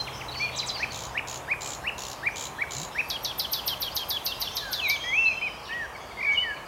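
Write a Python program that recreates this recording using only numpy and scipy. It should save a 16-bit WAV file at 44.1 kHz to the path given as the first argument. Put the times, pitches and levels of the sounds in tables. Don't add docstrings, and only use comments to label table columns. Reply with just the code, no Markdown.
import sys
import numpy as np
from scipy import signal
from scipy.fft import rfft, irfft, next_fast_len
from scipy.io import wavfile
from scipy.ndimage import uniform_filter1d

SR = 44100
rng = np.random.default_rng(int(sys.argv[2]) if len(sys.argv) > 2 else 0)


def log_audio(samples):
    frames = np.atleast_2d(samples).T
    limited = np.clip(frames, -1, 1)
    pcm = np.round(limited * 32767).astype(np.int16)
    wavfile.write(sys.argv[1], SR, pcm)


N = 294147
TIME = np.arange(N) / SR


def amp(db):
    return 10 ** (np.asarray(db) / 20)


def unit(x):
    return x / np.sqrt(np.mean(x ** 2) + 1e-20)


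def read(points, hz):
    position, value = np.transpose(points)
    return np.interp(np.log(hz + 1), np.log(position + 1), value)


def level(rows):
    return amp(np.interp(TIME, *np.transpose(rows)))


def add(mix, start_s, sound):
    part = mix[max(0, round(start_s * SR)):][:len(sound)]
    part += sound[:len(part)]


def beats(first_s, spacing_s, count):
    return first_s + spacing_s * np.arange(round(count))


def noise(spectrum):
    size = next_fast_len(N, real=True)
    colour = amp(read(spectrum, np.fft.rfftfreq(size, 1 / SR)))
    white = rfft(rng.standard_normal(size))
    return unit(irfft(white * colour, size)[:N])


def highpass(order, corner_hz):
    return signal.butter(order, corner_hz, "high", fs=SR, output="sos")


def wander(size, hz):
    t = np.arange(size) / SR * hz
    knots = rng.standard_normal(int(t[-1]) + 2)
    return np.interp(t, np.arange(len(knots)), knots)


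def note(path, jitter=.003, overtone_db=-40):
    s, hz, db = np.transpose(path)
    s = np.sort(s)
    t = s[0] + np.arange(max(int((s[-1] - s[0]) * SR), 64)) / SR
    smooth_samples = min(len(t) // 12, 240)
    pitch_hz = uniform_filter1d(np.interp(t, s, hz), size=smooth_samples, mode="nearest")
    shaken_hz = pitch_hz * (1 + jitter * wander(len(t), 700))
    phase = 2 * np.pi * np.cumsum(shaken_hz) / SR
    overtone = amp(overtone_db) * np.sin(2 * phase) * (pitch_hz < SR / 4)
    edges = np.clip(np.minimum(t - t[0], t[-1] - t) / 0.00027, 0, 1)
    return s[0], amp(np.interp(t, s, db)) * edges * (np.sin(phase) + overtone)


ATTACK, RELEASE, EDGE_DB = 0.19, 0.22, -7.5


def swell(u):
    attack = np.maximum(1 - u / ATTACK, 0)
    release = np.maximum(1 - (1 - u) / RELEASE, 0)
    return EDGE_DB * (attack + release)


def arched(start_s, length_s, first_hz, middle_hz, last_hz, level_db):
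    u = np.linspace(0, 1, num=120)
    bow_hz = middle_hz - (first_hz + last_hz) / 2
    hz = first_hz + u * (last_hz - first_hz) + bow_hz * (1 - (2 * u - 1) ** 2)
    return np.transpose([start_s + u * length_s, hz, level_db + swell(u)])


def glide(start_s, length_s, first_hz, last_hz, level_db):
    u = np.linspace(0, 1, num=9)
    hz = first_hz + u * (last_hz - first_hz)
    return np.transpose([start_s + u * length_s, hz, level_db - 7 * (2 * u - 1) ** 4])


def placed(path, start_s, length_s, level_db):
    return np.array(path) * [length_s, 1, 1] + [start_s, 0, level_db]


def hooked(dip_s, fall_s, arch_s, first_hz, dip_hz, top_hz, fall_db, dip_db, arch_db,
           steepen=1.6, turn=.8, sag_db=-7.5):
    u = np.linspace(0, 1, num=30)
    t = np.concatenate([fall_s * (u - 1), arch_s * u])
    fall_hz = first_hz + (dip_hz - first_hz) * u ** steepen
    arch_hz = dip_hz + (top_hz - dip_hz) * np.sin(np.pi * turn * u ** 0.804)
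    times = [-fall_s, -fall_s / 2, -RELEASE * fall_s, 0,
             ATTACK * arch_s, (1 - RELEASE) * arch_s, arch_s]
    levels = [fall_db + EDGE_DB, fall_db, fall_db, dip_db,
              arch_db, arch_db + sag_db, arch_db + sag_db + EDGE_DB]
    return np.transpose([dip_s + t, np.concatenate([fall_hz, arch_hz]), np.interp(t, times, levels)])


# start_s, length_s, first_hz, middle_hz, last_hz, level_db
WARBLED_WHISTLE = (6.172, 0.19, 2102, 2255.5, 2191, -19.5)


def warbled(rate_hz=50, depth_hz=190, widest_s=6.229, spread_s=0.033, start_db=-11, grow_s=0.12,
            break_db=-13, waver_hz=35):
    s, hz, db = arched(*WARBLED_WHISTLE).T
    phase = 2 * np.pi * rate_hz * (s - widest_s)
    unrest = np.exp(-((s - widest_s) / spread_s) ** 2)
    waver = waver_hz * unit(uniform_filter1d(rng.standard_normal(len(s)), size=9))
    breaks = break_db * unrest * np.maximum(-np.sin(phase), 0)
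    growth = start_db * np.maximum(1 - (s - s[0]) / grow_s, 0)
    return np.transpose([s, hz + depth_hz * unrest * np.cos(phase) + waver, db + breaks + growth])


def peaked(top_s, level_db, top_hz=8100, low_hz=3500, rise_s=.010, fall_s=.038, top_db=-16,
           upstroke_db=-7, bend=1.3, shake_hz=122, depth_hz=430, shake_db=3):
    t = np.linspace(-rise_s, fall_s, num=120)
    early, late = np.maximum(-t / rise_s, 0), np.maximum(t / fall_s, 0)
    height = np.where(t < 0, 1 - early ** 2, (1 - late) ** bend)
    shake = np.minimum(2 * late ** 2, 1) * np.cos(2 * np.pi * shake_hz * t)
    hz = low_hz + (top_hz - low_hz) * height + depth_hz * shake
    db = level_db + top_db * (1 - late) + upstroke_db * early ** 2
    db = db + swell(np.maximum(late, ATTACK)) / 2 + shake_db * shake
    return np.transpose([top_s + t, hz, db])


# start_s, length_s, first_hz, middle_hz, last_hz, level_db
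ARCHED_WHISTLES = [(0, 0.016, 4140, 4134, 4100, -26.5), (.398, 0.076, 2200, 2432, 2310, -25.5),
                   (5.413, 0.074, 2240, 2524, 2130, -25.5), (5.692, 0.172, 1700, 1910, 1530, -29.5),
                   (6.242, .112, 1950, 1643, 1860, -40.5), (6.425, 0.12, 2040, 1770, 1633, -29.5)]
# dip_s, fall_s, arch_s, first_hz, dip_hz, top_hz, fall_db, dip_db, arch_db
HOOKED_WHISTLES = [(4.885, .07, .078, 2664, 2090, 2337, -23.5, -30.5, -19.5),
                   (6.377, 0.0324, .072, 3160, 2870, 3000, -32, -17.5, -18.5)]
# time_s, pitch_hz, level_db
LONG_WHISTLE_PATH = [(5.038, 1880, -36), (5.12, 2080, -27.5), (5.135, 2230, -20), (5.165, 2540, -23.5),
                     (5.185, 2660, -16.5), (5.215, 2703, -18.5), (5.286, 2620, -17.5), (5.298, 2584, -22.5),
                     (5.335, 2350, -32.5)]
# top_s, level_db
PEAKED_NOTES = [(.568, -21.5), (0.668, -22.5)]


def whistles():
    out = np.zeros(N)
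    paths = [arched(*row) for row in ARCHED_WHISTLES] + [hooked(*row) for row in HOOKED_WHISTLES]
    for path in paths + [LONG_WHISTLE_PATH, warbled()]:
        add(out, *note(path, jitter=0.0025, overtone_db=-44))
    for row in PEAKED_NOTES:
        add(out, *note(peaked(*row), jitter=0.0155))
    return out


# top_s, rise_s, final_leap_s, fall_s, top_hz, throat_resonance_hz, effort_db
UPSLUR_NOTES = [(.838, 0.043, 0.015, 0.013, 2685, 2450, -21), (1.187, 0.04, 0.014, 0.012, 3050, 2390, -19),
                (1.528, 0.049, 0.028, 0.014, 2547, 2390, -20), (1.890, .052, 0.032, 0.013, 3013, 2660, -22),
                (2.277, .049, 0.0194, .015, 2477, 2380, -19), (2.624, 0.041, .013, 0.018, 2355, 2370, -19),
                (3.003, 0.054, 0.028, 0.014, 2710, 2490, -20)]
# pitch / resonance [ratio], gain_db
THROAT_GAIN = [(.59, -7), (.82, -12.5), (.91, -5.5), (1, 2), (1.09, -3.5), (1.3, -12)]
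CLIMB_HZ = [1470, 1790, 2000]


def upslurs(onset_db=-11, fade_db=-2.0, overtone_db=-35):
    out = np.zeros(N)
    for top_s, rise_s, leap_s, fall_s, top_hz, throat_hz, effort in UPSLUR_NOTES:
        times = top_s + np.array([-rise_s, -.8 * rise_s, -leap_s, 0, fall_s / 2, fall_s])
        t = np.linspace(times[0], times[-1], num=50)
        hz = np.interp(t, times, [*CLIMB_HZ, top_hz, .85 * top_hz, CLIMB_HZ[0]])
        effort_times = [times[0], times[1], top_s, top_s + fall_s]
        effort_db = effort + np.interp(t, effort_times, [onset_db, 0, 0, fade_db])
        throat_db = read(THROAT_GAIN, hz / throat_hz)
        add(out, *note(np.transpose([t, hz, effort_db + throat_db]), jitter=0.0071))
        octave = np.transpose([t, 2 * hz, effort_db + overtone_db])
        add(out, *note(octave[t < top_s]))
    return out


# first_pulse_s, length_s, pulse_count, pitch_hz (mid-buzz), chirp_db, rasp_db
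BUZZ_TRAINS = [(0.922, 0.147, 11, 6960, -35.5, -34), (1.275, 0.1, 8, 6990, -34.5, -33.2),
               (1.610, .14, 11, 7200, -31.5, -33.5), (1.982, 0.15, 11, 6960, -38.5, -32),
               (2.360, .110, 9, 7040, -31, -31.5), (2.71, 0.14, 10, 7000, -31.5, -32)]
# frequency_hz, relative density [dB per Hz]
RASP_COLOUR = [(2200, -30), (2900, -1), (3900, 2), (4900, -3), (6900, 0), (8500, -20), (10000, -13.5),
               (14500, -18.5)]


def buzzes(half_s=.0023, hurry=.56, ends_db=-3.0, arch=0.04, uneven_db=.5):
    out, bursts = np.zeros(N), np.zeros(N)
    age = np.arange(0, 10, 1 / (half_s * SR))
    burst = age * np.exp(1 - age ** 2 / 2) / 2
    pulse = np.array([(-1, 1.09, -6.5), (0.025, 1.02, -0.5), (1.7, 0.905, -9)])  # half_s, ratio, dB
    for first_s, length_s, pulses, pitch_hz, chirp_db, rasp_db in BUZZ_TRAINS:
        k = np.arange(round(pulses))
        steps = k - hurry * (1 - np.exp(-k))
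        for u, chance in zip(steps / steps[-1], rng.standard_normal(len(k))):
            edge = (2 * u - 1) ** 2
            pulse_s = first_s + u * length_s
            loud_db = ends_db * edge ** 4 + uneven_db * chance
            chirp = pulse * [half_s, pitch_hz * (1 - arch * edge), 1]
            add(out, *note(chirp + [pulse_s, 0, chirp_db + loud_db], jitter=0.022))
            add(bursts, pulse_s - half_s, amp(rasp_db + loud_db) * burst)
    return out + bursts * noise(RASP_COLOUR)


def slurred(start_s, length_s, shelf_hz, shelf_db, flick_db, start_hz=5150, settle_s=.005,
            sag_hz_per_s=1200, easy_hz=3450, sink_per_s=16, flick_s=0.0173, flick_hz=700,
            attack_s=0.0015, head_s=0.0071, head_db=(-22, -26), lead_db=14, end_db=-13):
    t = np.linspace(0, length_s, num=120)
    flick = np.maximum(1 - (length_s - t) / flick_s, 0)
    sag = sag_hz_per_s + sink_per_s * max(shelf_hz - easy_hz, 0)
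    drop_hz = (start_hz - shelf_hz) * np.exp(-t / settle_s)
    hz = shelf_hz + drop_hz - sag * t - flick_hz * flick ** 2
    strike_db = np.minimum(head_db, flick_db + lead_db)
    times = [0, attack_s, head_s, 2 * head_s,
             length_s - 1.14 * flick_s, length_s - 0.47 * flick_s, length_s]
    levels = [shelf_db, *strike_db, shelf_db, shelf_db, flick_db, flick_db + end_db]
    return np.transpose([start_s + t, hz, np.interp(t, times, levels)])


# time_s, squeak_db, plunge_db, slur_length_s, shelf_hz, shelf_db, flick_db
PLUNGE_NOTES = [(3.102, -34, -21, 0.071, 3354, -34, -28), (3.248, -32.5, -19.5, 0.073, 3420, -35, -30),
                (3.397, -26.5, -16.5, 0.063, 3720, -38, -24), (3.534, -23, -16.5, 0.071, 3490, -34, -29),
                (3.679, -23, -17, 0.067, 3234, -31, -28), (3.821, -26.5, -22.5, 0.071, 3296, -33.5, -27.5),
                (3.966, -26.5, -18, 0.077, 3280, -34.5, -32), (4.104, -26, -21, 0.075, 3460, -29.5, -23.5),
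                (4.264, -26, -17.5, .069, 3920, -38.5, -25.5), (4.417, -27, -21, 0.069, 3540, -40, -26.5),
                (4.569, -30.5, -19, 0.058, 3600, -37, -40), (4.731, -29.5, -20, 0.078, 3760, -33.5, -23.5),
                (4.899, -28, -17.5, 0.072, 3720, -35.5, -28)]
# share of length [0-1], pitch_hz (before tension), relative_db
SQUEAK_PATH = [(0, 11800, -19), (.3, 13250, -9), (.55, 13650, -3.5), (.77, 13250, 0.5), (1, 9000, -10.5)]
# share of length [0-1], pitch_hz, relative_db
PLUNGE_PATH = [(0, 7000, -23), (.22, 5550, -1), (.42, 4450, -3.5), (.62, 3350, -10.5), (1, 2050, -30)]


def plunges(squeak_s=.022, squeak_lead_s=.0205, lead_s=0.0024, plunge_s=.0095, handover_s=.005,
            undertone_db=-18):
    out = np.zeros(N)
    for time_s, squeak_db, plunge_db, slur_s, shelf_hz, shelf_db, flick_db in PLUNGE_NOTES:
        tension = 1 + 0.00373 * (squeak_db + 25.5)
        squeak = placed(SQUEAK_PATH, time_s - squeak_lead_s, squeak_s, squeak_db)
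        add(out, *note(squeak * [1, tension, 1], jitter=0.005))
        plunge = placed(PLUNGE_PATH, time_s - lead_s, plunge_s, plunge_db)
        add(out, *note(plunge, jitter=0.035, overtone_db=-23))
        slur = slurred(time_s + handover_s, slur_s - handover_s, shelf_hz, shelf_db, flick_db)
        add(out, *note(slur, jitter=0.016, overtone_db=-32.5))
        add(out, *note(slur * [1, .5, 1] + [0, 0, undertone_db]))
    return out


def branch(x, delay_s=.00126, echo_db=-9, corner_hz=3400):
    treble = signal.sosfiltfilt(highpass(2, corner_hz), x)
    echo = np.zeros(N)
    add(echo, delay_s, amp(echo_db) * treble)
    return echo


def scatter(x, t60, delay_s):
    taps = rng.standard_normal(SR) * (rng.random(SR) < .15)
    hz, t, bands = signal.stft(taps, SR, nperseg=256)
    decay = amp(-60 * t / read(t60, hz)[:, None])
    tail = signal.istft(bands * decay, SR, nperseg=256)[1]
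    tail = tail * np.clip(np.arange(len(tail)) / SR / delay_s - .5, 0, 1)
    return signal.fftconvolve(x, tail / np.linalg.norm(tail))[:N]


def twigs(x, corner_hz=4500):
    treble = signal.sosfilt(highpass(2, corner_hz), x)
    return scatter(treble, [(3000, 0.2), (13000, 0.16)], delay_s=0.0021)


# start_s, length_s, first_hz, last_hz, level_db (before flutter)
FAR_GLIDES = [(.347, 0.097, 4550, 4355, -35), (0.734, 0.065, 4960, 4040, -36),
              (3.913, 0.024, 4400, 5300, -42), (4.275, 0.072, 2704, 2753, -38),
              (4.456, .11, 3450, 3640, -41), (4.602, 0.038, 4350, 3950, -37), (4.612, .13, 1740, 1440, -37),
              (4.827, 0.06, 4190, 3690, -32.5), (4.989, .14, 3200, 3330, -34),
              (5.254, 0.04, 4015, 4200, -35), (5.33, .2, 3130, 3010, -42), (6.282, 0.048, 2550, 3150, -42)]
# start_s, pitch_hz (at onset), level_db (before flutter)
FAR_CHIPS = [(.282, 3920, -38), (.316, 4390, -35), (.541, 3930, -38), (.569, 3960, -36),
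             (.638, 3900, -36.5), (.905, 4460, -37), (.946, 3620, -35), (5.723, 3040, -38),
             (5.95, 2220, -38), (6.107, 2230, -40.5), (6.563, 2370, -42)]
# first_s, spacing_s, count
FAR_DROPS = (.062, .1375, 6)
# first_s, spacing_s (negative: all but the first pile up at 0 s), count (rounded),
# pitch_hz, level_db (before flutter)
FAR_PIPS = (.08, -0.1, 5.5, 3168, -47)
# first_s, spacing_s, count, level_db (before flutter)
FAR_RISES = (0, 0.4, 3, -42)
# start_s, length_s, first_hz, last_hz, level_db (before the echo)
REMOTE_SONG = [(4.615, 0.77, 6690, 5950, -52.5), (5.199, 0.65, 5220, 4600, -54),
               (5.63, .03, 5500, 3200, -42.5), (5.665, .048, 3010, 2210, -38),
               (5.998, 0.56, 4690, 4570, -51.5), (6, 0.021, 6900, 5600, -51), (6.312, .02, 6900, 5400, -50)]


def far_birds(chip_s=.018, chip_end=.86, drop_s=.027, drop_hz=(3600, 1900), drop_db=(-44, -34),
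              rise_s=.017, rise_hz=(4400, 6500)):
    out, remote = np.zeros(N), np.zeros(N)
    paths = [glide(*row) for row in FAR_GLIDES]
    paths += [arched(s, chip_s, hz, hz, chip_end * hz, db) for s, hz, db in FAR_CHIPS]
    growing_db = np.linspace(*drop_db, num=9)
    paths += [glide(s, drop_s, *drop_hz, growing_db) for s in beats(*FAR_DROPS)]
    *pip_beat, pip_hz, pip_db = FAR_PIPS
    paths += [glide(s, chip_s, pip_hz, pip_hz, pip_db) for s in beats(*pip_beat)]
    *rise_beat, rise_db = FAR_RISES
    for s in beats(*rise_beat):
        add(remote, *note(glide(s - 2 * rise_s, rise_s, *rise_hz, rise_db)))
        paths.append(glide(s, rise_s, *rise_hz, rise_db))
    for path in paths:
        add(out, *note(path, jitter=0.013))
    for row in REMOTE_SONG:
        add(remote, *note(glide(*row), jitter=0.041))
    return out + scatter(remote, [(3000, 0.23)], delay_s=.002)


# frequency_hz, t60_s
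WOOD_DECAY = [(1500, 0.88), (3000, 0.71), (7000, 0.44)]
# frequency_hz, relative_db
CHORUS_COLOUR = [(1700, -15), (2300, -10.5), (3100, 1.5), (4500, -1.5), (6300, 1.5), (7500, -8.5)]
# time_s, level_db
CHORUS_LEVEL = [(0, -45), (.8, -46.5), (1.3, -56), (2.8, -51.5), (3.5, -45.5), (4.8, -44), (5.4, -52)]


def chorus(count=400):
    chirps = np.zeros(N)
    for when, span, pitch, slope, size in rng.random((count, 5)):
        first_hz = 2200 * 2.7 ** pitch
        last_hz = first_hz * (.72 + .4 * slope)
        db = read(CHORUS_COLOUR, first_hz) + 6 * size
        path = glide(when * N / SR, 0.01223 + 0.025 * span, first_hz, last_hz, db)
        add(chirps, *note(path, jitter=.02))
    echo = unit(scatter(chirps, WOOD_DECAY, delay_s=0.0066))
    return level(CHORUS_LEVEL) * unit(unit(chirps) + amp(5) * echo + noise(CHORUS_COLOUR))


# frequency_hz, relative density [dB per Hz]
RUSH_COLOUR = [(24, -35), (40, 3), (87, -2.5), (266, -8.5), (820, -1), (1080, -2), (1490, -10),
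               (3060, -18.5), (4000, -34), (7160, -27), (15500, -37)]
# time_s, level_db
RUSH_LEVEL = [(0, -39.5), (6.67, -42)]
# time_s, level_db
HISS_LEVEL = [(0, -71), (1.4, -62.5), (4.5, -58), (5.2, -75)]
# time_s, level_db
HUM_LEVEL = [(0, -44.5), (1.2, -51.5), (2.6, -54.5), (6.67, -65.5)]


def background(hum_hz=129, bump_db=-39):
    out = noise(RUSH_COLOUR) * level(RUSH_LEVEL)
    hiss = noise([(6000, -12), (11500, -2.5), (15500, -13.0)])
    out += hiss * level(HISS_LEVEL) * amp(2 * wander(N, 4.9))
    hum_phase = 2 * np.pi * np.cumsum(hum_hz + 2.56 * wander(N, 11)) / SR
    hum = np.sqrt(2) * np.sin(hum_phase) * amp(2 * wander(N, 12))
    rumble = noise([(35, -30), (70, -3.0), (170, -14.5), (1200, -42.5)])
    out += level(HUM_LEVEL) * (amp(-1.5) * hum + amp(-5) * rumble)
    add(out, *note(glide(2.75, 0.1, 125, 180, bump_db), jitter=0.088, overtone_db=-10))
    return out


def scene(flutter_db=2.5, flutter_hz=90):
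    near = whistles() + upslurs() + buzzes() + plunges()
    far = far_birds() * amp(flutter_db * wander(N, flutter_hz))
    wood = scatter(amp(-15.5) * near + amp(-8.0) * far, WOOD_DECAY, delay_s=0.017)
    song = near + branch(near) + far + amp(-2.0) * twigs(near + far) + wood
    return (song + chorus() + background())[None]


def record(dry, bass_hz=47, edge_hz=15900):
    thin = signal.sosfilt(highpass(4, bass_hz), dry)
    band_limit = signal.firwin(511, edge_hz, window=("kaiser", 9), fs=SR)
    return signal.oaconvolve(thin, band_limit[None], "same")


dry = scene()
out = record(dry)
log_audio(out)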